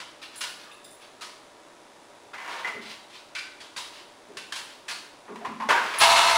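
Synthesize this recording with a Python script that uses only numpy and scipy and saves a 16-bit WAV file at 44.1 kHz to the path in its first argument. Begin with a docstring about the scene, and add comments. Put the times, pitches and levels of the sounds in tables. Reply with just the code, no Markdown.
"""A dog moves about on a wooden table at the far side of a quiet, tiled kitchen and living room.
Over faint air and hum its claws click and scuff, its collar tag jingles and small things chink.
From 2.3 s it knocks and nudges things, and its paws make the furniture boom. More steps follow,
louder knocks from 5.3 s, and at 6 s it shoves a hollow thing that judders across the wood.
The microphone is metres away, so most of the sound comes by the walls."""
import sys
import numpy as np
from scipy import signal
from scipy.fft import rfft, irfft
from scipy.io import wavfile
from scipy.ndimage import uniform_filter1d

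SR = 44100
rng = np.random.default_rng(int(sys.argv[2]) if len(sys.argv) > 2 else 0)


def bounce(signal):
    """Save signal as a 16-bit WAV file at the path given by the first command-line argument."""
    frames = np.transpose(np.atleast_2d(signal))
    limited = np.clip(frames, -1, 1)
    pcm = np.round(limited * 32767).astype(np.int16)
    wavfile.write(sys.argv[1], SR, pcm)


N = 280917
HIT_SAMPLES, RING_SAMPLES = 32768, 8192
TIME_S = np.arange(N) / SR
BINS_HZ = np.fft.rfftfreq(RING_SAMPLES, 1 / SR)

# table top resonances: f/Hz, width/Hz, gain/dB
TABLE_MODES = [(278, 30, -17), (956, 79, 6.5), (1130, 240, -1), (1438, 38, 2.5)]
# broad spectrum of things on the table: f/Hz, gain/dB
KNOCK_COLOUR = [(40, -37), (150, -18.5), (400, -5), (750, -0.5), (1500, 1), (2400, -1), (3500, -8),
                (5500, -14.5), (9000, -23.5), (15000, -22)]


def undb(db):
    """Decibels to gain."""
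    return 10 ** (np.asarray(db) / 20)


def unit(x):
    """Scale to rms 1."""
    return x / np.sqrt(np.mean(x ** 2))


def along(hz, points):
    """Interpolate (f/Hz, value) points over log frequency."""
    points_hz, value = np.transpose(points)
    return np.interp(np.log(hz + 1), np.log(points_hz), value)


def peaks(modes):
    """Power response of resonances (f/Hz, width/Hz, gain/dB)."""
    return sum(undb(db) ** 2 / (1 + ((BINS_HZ ** 2 - hz ** 2) / ((BINS_HZ + 1) * width_hz)) ** 2)
               for hz, width_hz, db in modes)


def response(gain):
    """Minimum-phase ring with this gain per bin."""
    cepstrum = irfft(np.log(gain + 1e-9))
    cepstrum[1:RING_SAMPLES // 2] *= 2
    cepstrum[RING_SAMPLES // 2 + 1:] = 0
    return irfft(np.exp(rfft(cepstrum)))[:RING_SAMPLES // 2]


def body(colour, modes, tilt_db_per_oct=0, edge_hz=10):
    """Ring of an object: modes on a broad colour, falling away below the edge."""
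    octaves = np.log2(np.maximum(BINS_HZ, 250) / 1500)
    low_cut = (BINS_HZ + 1) ** 2 / np.hypot(BINS_HZ ** 2, edge_hz ** 2)
    broad = undb(along(BINS_HZ, colour) + tilt_db_per_oct * octaves)
    return response(low_cut * broad * np.sqrt(1 + peaks(modes)))


def room_path(direct_db=-12, early_db=-5, early_s=0.018, echoes_per_s=800):
    """Spectrum of one path to the microphone: weak direct sound, early reflections, diffuse tail."""
    # reverberation: f/Hz, T60/s
    decay_times = [(125, 0.76), (500, 0.58), (2000, 0.63), (5000, 0.57), (10000, 0.56), (16000, 0.76)]
    hz, s, noise = signal.stft(rng.standard_normal(HIT_SAMPLES), SR, nperseg=256)
    decay = np.exp(-np.log(1000) * s / along(hz, decay_times)[:, None])
    tail = signal.istft(noise * decay, SR)[1][:HIT_SAMPLES]
    early = rng.standard_normal(HIT_SAMPLES) * (rng.random(HIT_SAMPLES) < echoes_per_s / SR)
    early *= np.exp(-np.arange(HIT_SAMPLES) / SR / early_s)
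    path = tail / np.linalg.norm(tail) + undb(early_db) * early / np.linalg.norm(early)
    path[0] += undb(direct_db)
    spectrum = rfft(path)
    # walls add fine ripple, no broad colour
    return spectrum / np.sqrt(uniform_filter1d(np.abs(spectrum) ** 2, size=900))


PATHS = [room_path() for _ in range(12)]


def heard(force, ring):
    """A force rings an object; a random room path carries the sound."""
    path = PATHS[rng.integers(len(PATHS))]
    return irfft(rfft(force, HIT_SAMPLES) * rfft(ring, HIT_SAMPLES) * path)


def whiten(burst):
    """Flatten the spectrum, so the struck object sets the colour."""
    spectrum = rfft(burst, 2 * len(burst))
    return irfft(spectrum / (np.abs(spectrum) + 1e-9))[:len(burst)]


def strike(out, start_s, db, contact_s, ring, grit_db=4, rise_s=0.00064):
    """Add a blow: a short gritty contact rings an object; db is the level of the first 40 ms."""
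    age_s = np.arange(RING_SAMPLES // 2) / SR
    noise, grit = rng.standard_normal((2, len(age_s)))
    envelope = np.exp(-age_s / max(contact_s, 1e-4)) * (1 - np.exp(-age_s / rise_s))
    sound = heard(whiten(noise * undb(grit_db * grit) * envelope), ring)
    start = max(int(start_s * SR), 0)
    sound = sound[:N - start] * undb(db) / np.std(sound[:int(.04 * SR)])
    out[start:start + len(sound)] += sound


def strokes(rows, attack_s, release_s, slope_db_per_s):
    """Sliding force: each stroke builds quickly, drifts in level, lets go."""
    force = np.zeros(N)
    for start_s, length_s, db in rows:
        age_s = np.maximum(TIME_S - start_s, 0)
        shape = np.minimum(age_s / attack_s, 1) * np.exp(-np.maximum(age_s - length_s, 0) / release_s)
        force = np.maximum(force, shape * undb(db + slope_db_per_s * np.minimum(age_s, length_s)))
    return force


def rub(force, ring, slips_per_s, scatter_db, block=16384):
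    """Stick-slip: uneven jerks, scaled by the force, ring an object."""
    slips = rng.random(N) < slips_per_s / SR
    sizes = undb(scatter_db * np.clip(rng.standard_normal(N), -2, 2))
    jerks = unit(slips * sizes * rng.choice([-1, 1], N)) * force / np.linalg.norm(ring)
    out = np.zeros(N + HIT_SAMPLES)
    for start in range(0, N, block):  # moving contact, changing room path
        out[start:start + HIT_SAMPLES] += heard(jerks[start:start + block], ring)
    return out[:N]


def room_air(noise_db=-52, mains_hz=59.94, flutter_depth=0.17, hum_gain_db=-2):
    """Steady room noise and faint appliance hums; the hiss flutters at the mains rate."""
    # noise spectrum: f/Hz, relative density/dB
    air_colour = [(25, -15), (75, -18.5), (100, -10.5), (175, -10), (230, -5.5), (330, 0.5), (480, -3),
                  (620, -0.5), (1000, -3.5), (1400, -7), (2900, -13.5), (5200, -16.5), (10500, -22.5),
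                  (15000, -26.5)]
    # appliance tones: f/Hz, level before hum gain/dB
    hum_tones = [(586.8, -62.5), (958.2, -64), (3510, -69.5), (3838, -72)]
    gain = undb(along(np.fft.rfftfreq(N, 1 / SR), air_colour))
    noise = unit(irfft(rfft(rng.standard_normal(N)) * gain, N))
    hiss = signal.sosfilt(signal.butter(1, 1500, "high", fs=SR, output="sos"), noise)
    mains_rad = 2 * np.pi * mains_hz * TIME_S
    flutter = flutter_depth * (np.cos(mains_rad) + np.cos(2 * mains_rad))
    hums = sum(undb(db + hum_gain_db) * np.sqrt(2) * np.sin(2 * np.pi * (hz * TIME_S + rng.random()))
               for hz, db in hum_tones)
    return undb(noise_db) * (noise + flutter * hiss) + hums


def claw_clicks(ring_width_hz=85):
    """Claws tick on the table top; each spot adds two rings of its own."""
    # t/s, level/dB, contact/s, tilt/(dB/oct), low edge/Hz, f1/Hz, gain1/dB, f2/Hz, gain2/dB
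    clicks = [(.001, -40, 0.003, -1, 200, 1370, 2, 3030, 5),
              (0.407, -32, 0.0085, 3, 200, 2890, 9.5, 1430, 13.5),
              (.437, -37, 0.0042, .5, 200, 5100, 7, 1720, 6),
              (1.209, -39, 0.016, 1.5, 200, 1050, 8, 1260, 9),
              (3.35, -33.5, 0.0033, -2.5, 1920, 2340, 13, 1535, 13.5),
              (3.383, -41, 0.0072, 0, 1280, 2740, 12, 4740, 12),
              (3.601, -44.5, 0.016, 0, 200, 3320, 7, 4650, 5),
              (3.763, -34.5, 0.023, 1.7, 60, 3800, 7.5, 1000, 10),
              (4.225, -67, 0.00082, 4, 800, 3900, 16, 6500, 6),
              (4.370, -38, 0.0039, 1.2, 200, 2680, 10.5, 1520, 8),
              (4.522, -34, 0.0058, 1, 198, 1620, 11.5, 3180, 9),
              (4.555, -36.5, 0.011, 3, 200, 950, 15, 2730, 5),
              (4.881, -34.5, 0.0087, 2, 200, 1640, 13, 2540, 7),
              (4.901, -35, 0.0049, .5, 200, 4220, 4, 4430, 5)]
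    # claw on wood: f/Hz, gain/dB
    claw_colour = [(40, -7), (150, -8), (300, -15.5), (600, -7.5), (950, -5), (2000, -1.5), (4500, -2.5),
                   (6500, -10.5), (10000, -16), (15000, -21.5)]
    out = np.zeros(N)
    for s, db, contact_s, tilt_db_per_oct, edge_hz, f1_hz, gain1_db, f2_hz, gain2_db in clicks:
        modes = TABLE_MODES + [(f1_hz, ring_width_hz, gain1_db), (f2_hz, ring_width_hz, gain2_db)]
        strike(out, s, db, contact_s, body(claw_colour, modes, tilt_db_per_oct, edge_hz))
    return out


def paw_scuffs():
    """Paws drag on the wood between steps."""
    # drags: t/s, length/s, level/dB
    scuffs = [(.212, 0.024, -41), (.325, 0.055, -44), (.58, 0.052, -46), (1.0, 0.043, -49),
              (2.48, 0.12, -45), (2.81, 0.086, -43), (2.888, 0.024, -39), (3.09, 0.056, -47),
              (3.137, 0.02, -38.5), (3.91, 0.088, -48), (4.685, 0.038, -46.5), (5.85, 0.17, -39),
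              (5.99, 0.043, -18.5)]
    # friction spectrum: f/Hz, gain/dB
    scuff_colour = [(200, -23), (1000, -10.5), (2000, -4.5), (3000, -2.5), (4400, -4), (6500, -15),
                    (10000, -21), (15000, -20.5)]
    force = strokes(scuffs, attack_s=0.004, release_s=0.01, slope_db_per_s=-3)
    return rub(force, body(scuff_colour, TABLE_MODES, edge_hz=34), slips_per_s=930, scatter_db=8)


def tag_and_chinks(contact_s=0.0028, width_ratio=0.04, overtone_ratio=1.38, overtone_db=-3):
    """The collar tag and other hard things ring high, too small to radiate lows."""
    # tag strikes: t/s, level/dB
    jingles = [(.357, -47), (.378, -44.5), (.716, -59), (.842, -51), (.904, -54), (.938, -61.5)]
    # tag resonances: f/Hz, width/Hz, gain/dB
    tag_modes = [(6820, 74, -10), (7560, 130, -7.5), (9240, 110, -2.5), (10930, 26, 5), (13300, 70, -2),
                 (15260, 30, 0)]
    # small things touching: t/s, level/dB, f/Hz
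    chinks = [(0.656, -53, 1214), (0.71, -51.5, 2640), (.843, -54.5, 3620), (1.015, -59, 2550),
              (5.985, -27, 10380), (6.0, -43, 10000)]
    out = np.zeros(N)
    radiation = BINS_HZ ** 2 / (BINS_HZ ** 2 + 3000 ** 2)
    for s, db in jingles:
        strike(out, s, db, contact_s, response(radiation * np.sqrt(peaks(tag_modes))))
    for s, db, hz in chinks:
        modes = [(hz, width_ratio * hz, 0), (hz * overtone_ratio, width_ratio * hz, overtone_db)]
        strike(out, s, db, contact_s, response(np.sqrt(peaks(modes))))
    return out


def table_knocks(ring_width_hz=70):
    """Bumped things knock on the table and ring with it."""
    # t/s, level/dB, contact/s, tilt/(dB/oct), ring f/Hz, ring gain/dB
    knocks = [(2.333, -39.5, 0.012, -0.5, 2040, 14), (2.372, -49, 0.097, 2, 2030, 14),
              (2.475, -36.5, 0.016, -1, 920, -2), (2.646, -30, 0.0021, -0.5, 2000, 22),
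              (2.672, -34.5, 0.0024, 0, 2060, 8.5), (5.279, -44.5, 0.0096, -5.5, 1120, 12),
              (5.357, -44, 0.0021, 1.5, 970, 14), (5.409, -43, 0.0065, -0.5, 725, 24),
              (5.448, -32, 0.0026, -1, 1020, 17.5), (5.6, -31.5, 0.0024, -1.5, 1050, 20),
              (5.62, -34.5, 0.0036, 2, 907, 28), (5.688, -20.5, 0.005, -0.4, 1565, 11),
              (5.704, -20.5, 0.006, -0.7, 950, 14.5), (5.750, -26, 0.038, -1, 1630, 12.5)]
    out = np.zeros(N)
    for s, db, contact_s, tilt_db_per_oct, hz, ring_db in knocks:
        modes = TABLE_MODES + [(hz, ring_width_hz, ring_db)]
        strike(out, s, db, contact_s, body(KNOCK_COLOUR, modes, tilt_db_per_oct))
    return out


def nudges():
    """Lightly pushed things stick and slip along the table."""
    # light pushes: t/s, length/s, level/dB
    slides = [(2.35, 0.16, -41.5), (2.47, 0.098, -37), (2.58, 0.071, -40), (5.29, .39, -58),
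              (5.76, 0.094, -34), (5.865, 0.028, -32), (5.9, 0.08, -32)]
    force = strokes(slides, attack_s=0.01, release_s=0.012, slope_db_per_s=2)
    return rub(force, body(KNOCK_COLOUR, TABLE_MODES, edge_hz=280), slips_per_s=420, scatter_db=7.5)


def paw_thumps(boom_width_hz=26, pad_hz=650, board_hz=130):
    """The dog's weight booms the furniture; pads pass no treble, boards radiate little deep bass."""
    # paw falls: t/s, level/dB, contact/s, f/Hz
    thumps = [(2.736, -47.5, 0.022, 407), (2.757, -52, 0.021, 227), (2.746, -60.5, 0.012, 135),
              (4.285, -48.5, 0.019, 414), (4.314, -64, 0.026, 403), (4.282, -57, 0.019, 216),
              (5.29, -45, 0.065, 398), (5.291, -48.5, .02, 231), (5.385, -49.5, 0.0071, 415),
              (5.467, -43.5, 0.016, 228), (5.641, -44, .008, 229)]
    out = np.zeros(N)
    pad = 1 / (1 + (BINS_HZ / pad_hz) ** 2)
    radiation = BINS_HZ ** 2 / (BINS_HZ ** 2 + board_hz ** 2)
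    for s, db, contact_s, hz in thumps:
        boom = np.sqrt(peaks([(hz, boom_width_hz, 0)]))
        strike(out, s, db, contact_s, response(pad * radiation * boom))
    return out


def shove(ring_hz=960, ring_width_hz=170, ring_db=13):
    """A thing with a broad hollow ring sticks and slips across the wood and catches now and then."""
    # hard pushes: t/s, length/s, level/dB
    pushes = [(6.0, 0.021, -13.5), (6.035, 0.06, -16), (6.085, 0.048, -15.5), (6.145, .225, -16.5)]
    # hard catches: t/s, level/dB, contact/s
    catches = [(6.011, -19, 0.0028), (6.073, -26.5, 0.00085), (6.106, -24, 0.0031), (6.146, -30, 0.00073),
               (6.161, -24.5, 0.00063), (6.298, -26, 0.0015)]
    # its resonances: f/Hz, width/Hz, gain/dB
    hollow_modes = [(400, 12, -1), (622, 12, 5), (678, 11, 20.5), (849, 19, 11.5), (910, 33, 16),
                    (985, 67, 11.5), (1140, 44, 4), (1300, 24, 13), (2000, 72, 5), (2150, 33, 10.5),
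                    (2637, 80, 9.5), (2930, 110, 5), (3860, 44, 4.5), (3710, 41, 9.5), (4200, 38, 11)]
    # its broad spectrum: f/Hz, gain/dB
    hollow_colour = [(30, -15), (80, -13), (150, -18.5), (400, -13), (700, -1.5), (1500, -1), (2700, -2),
                     (4300, -2), (6000, -6.5), (8000, -11), (10500, -13.5), (15000, -16)]
    ring = body(hollow_colour, hollow_modes + [(ring_hz, ring_width_hz, ring_db)])
    force = strokes(pushes, attack_s=0.0077, release_s=0.028, slope_db_per_s=-11)
    out = rub(force, ring, slips_per_s=450, scatter_db=5)
    for s, db, contact_s in catches:
        strike(out, s, db, contact_s, ring)
    return out


def scene():
    """All sources at the one microphone."""
    mix = room_air() + claw_clicks() + paw_scuffs() + tag_and_chinks()
    mix += table_knocks() + nudges() + paw_thumps() + shove()
    return mix[None]


def record(dry, shelf_hz=11050, shelf_db=-10, top_hz=15700):
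    """The treble drops 10 dB above 11 kHz and is cut above 15.7 kHz."""
    hz = np.fft.rfftfreq(2 * N, 1 / SR)
    gain = undb(shelf_db * np.clip((hz - shelf_hz) / 100, 0, 1))
    dulled = irfft(rfft(dry, 2 * N) * gain)[:, :N]
    return signal.sosfilt(signal.ellip(10, .2, 80, top_hz, fs=SR, output="sos"), dulled)


dry = scene()
out = record(dry)
bounce(out)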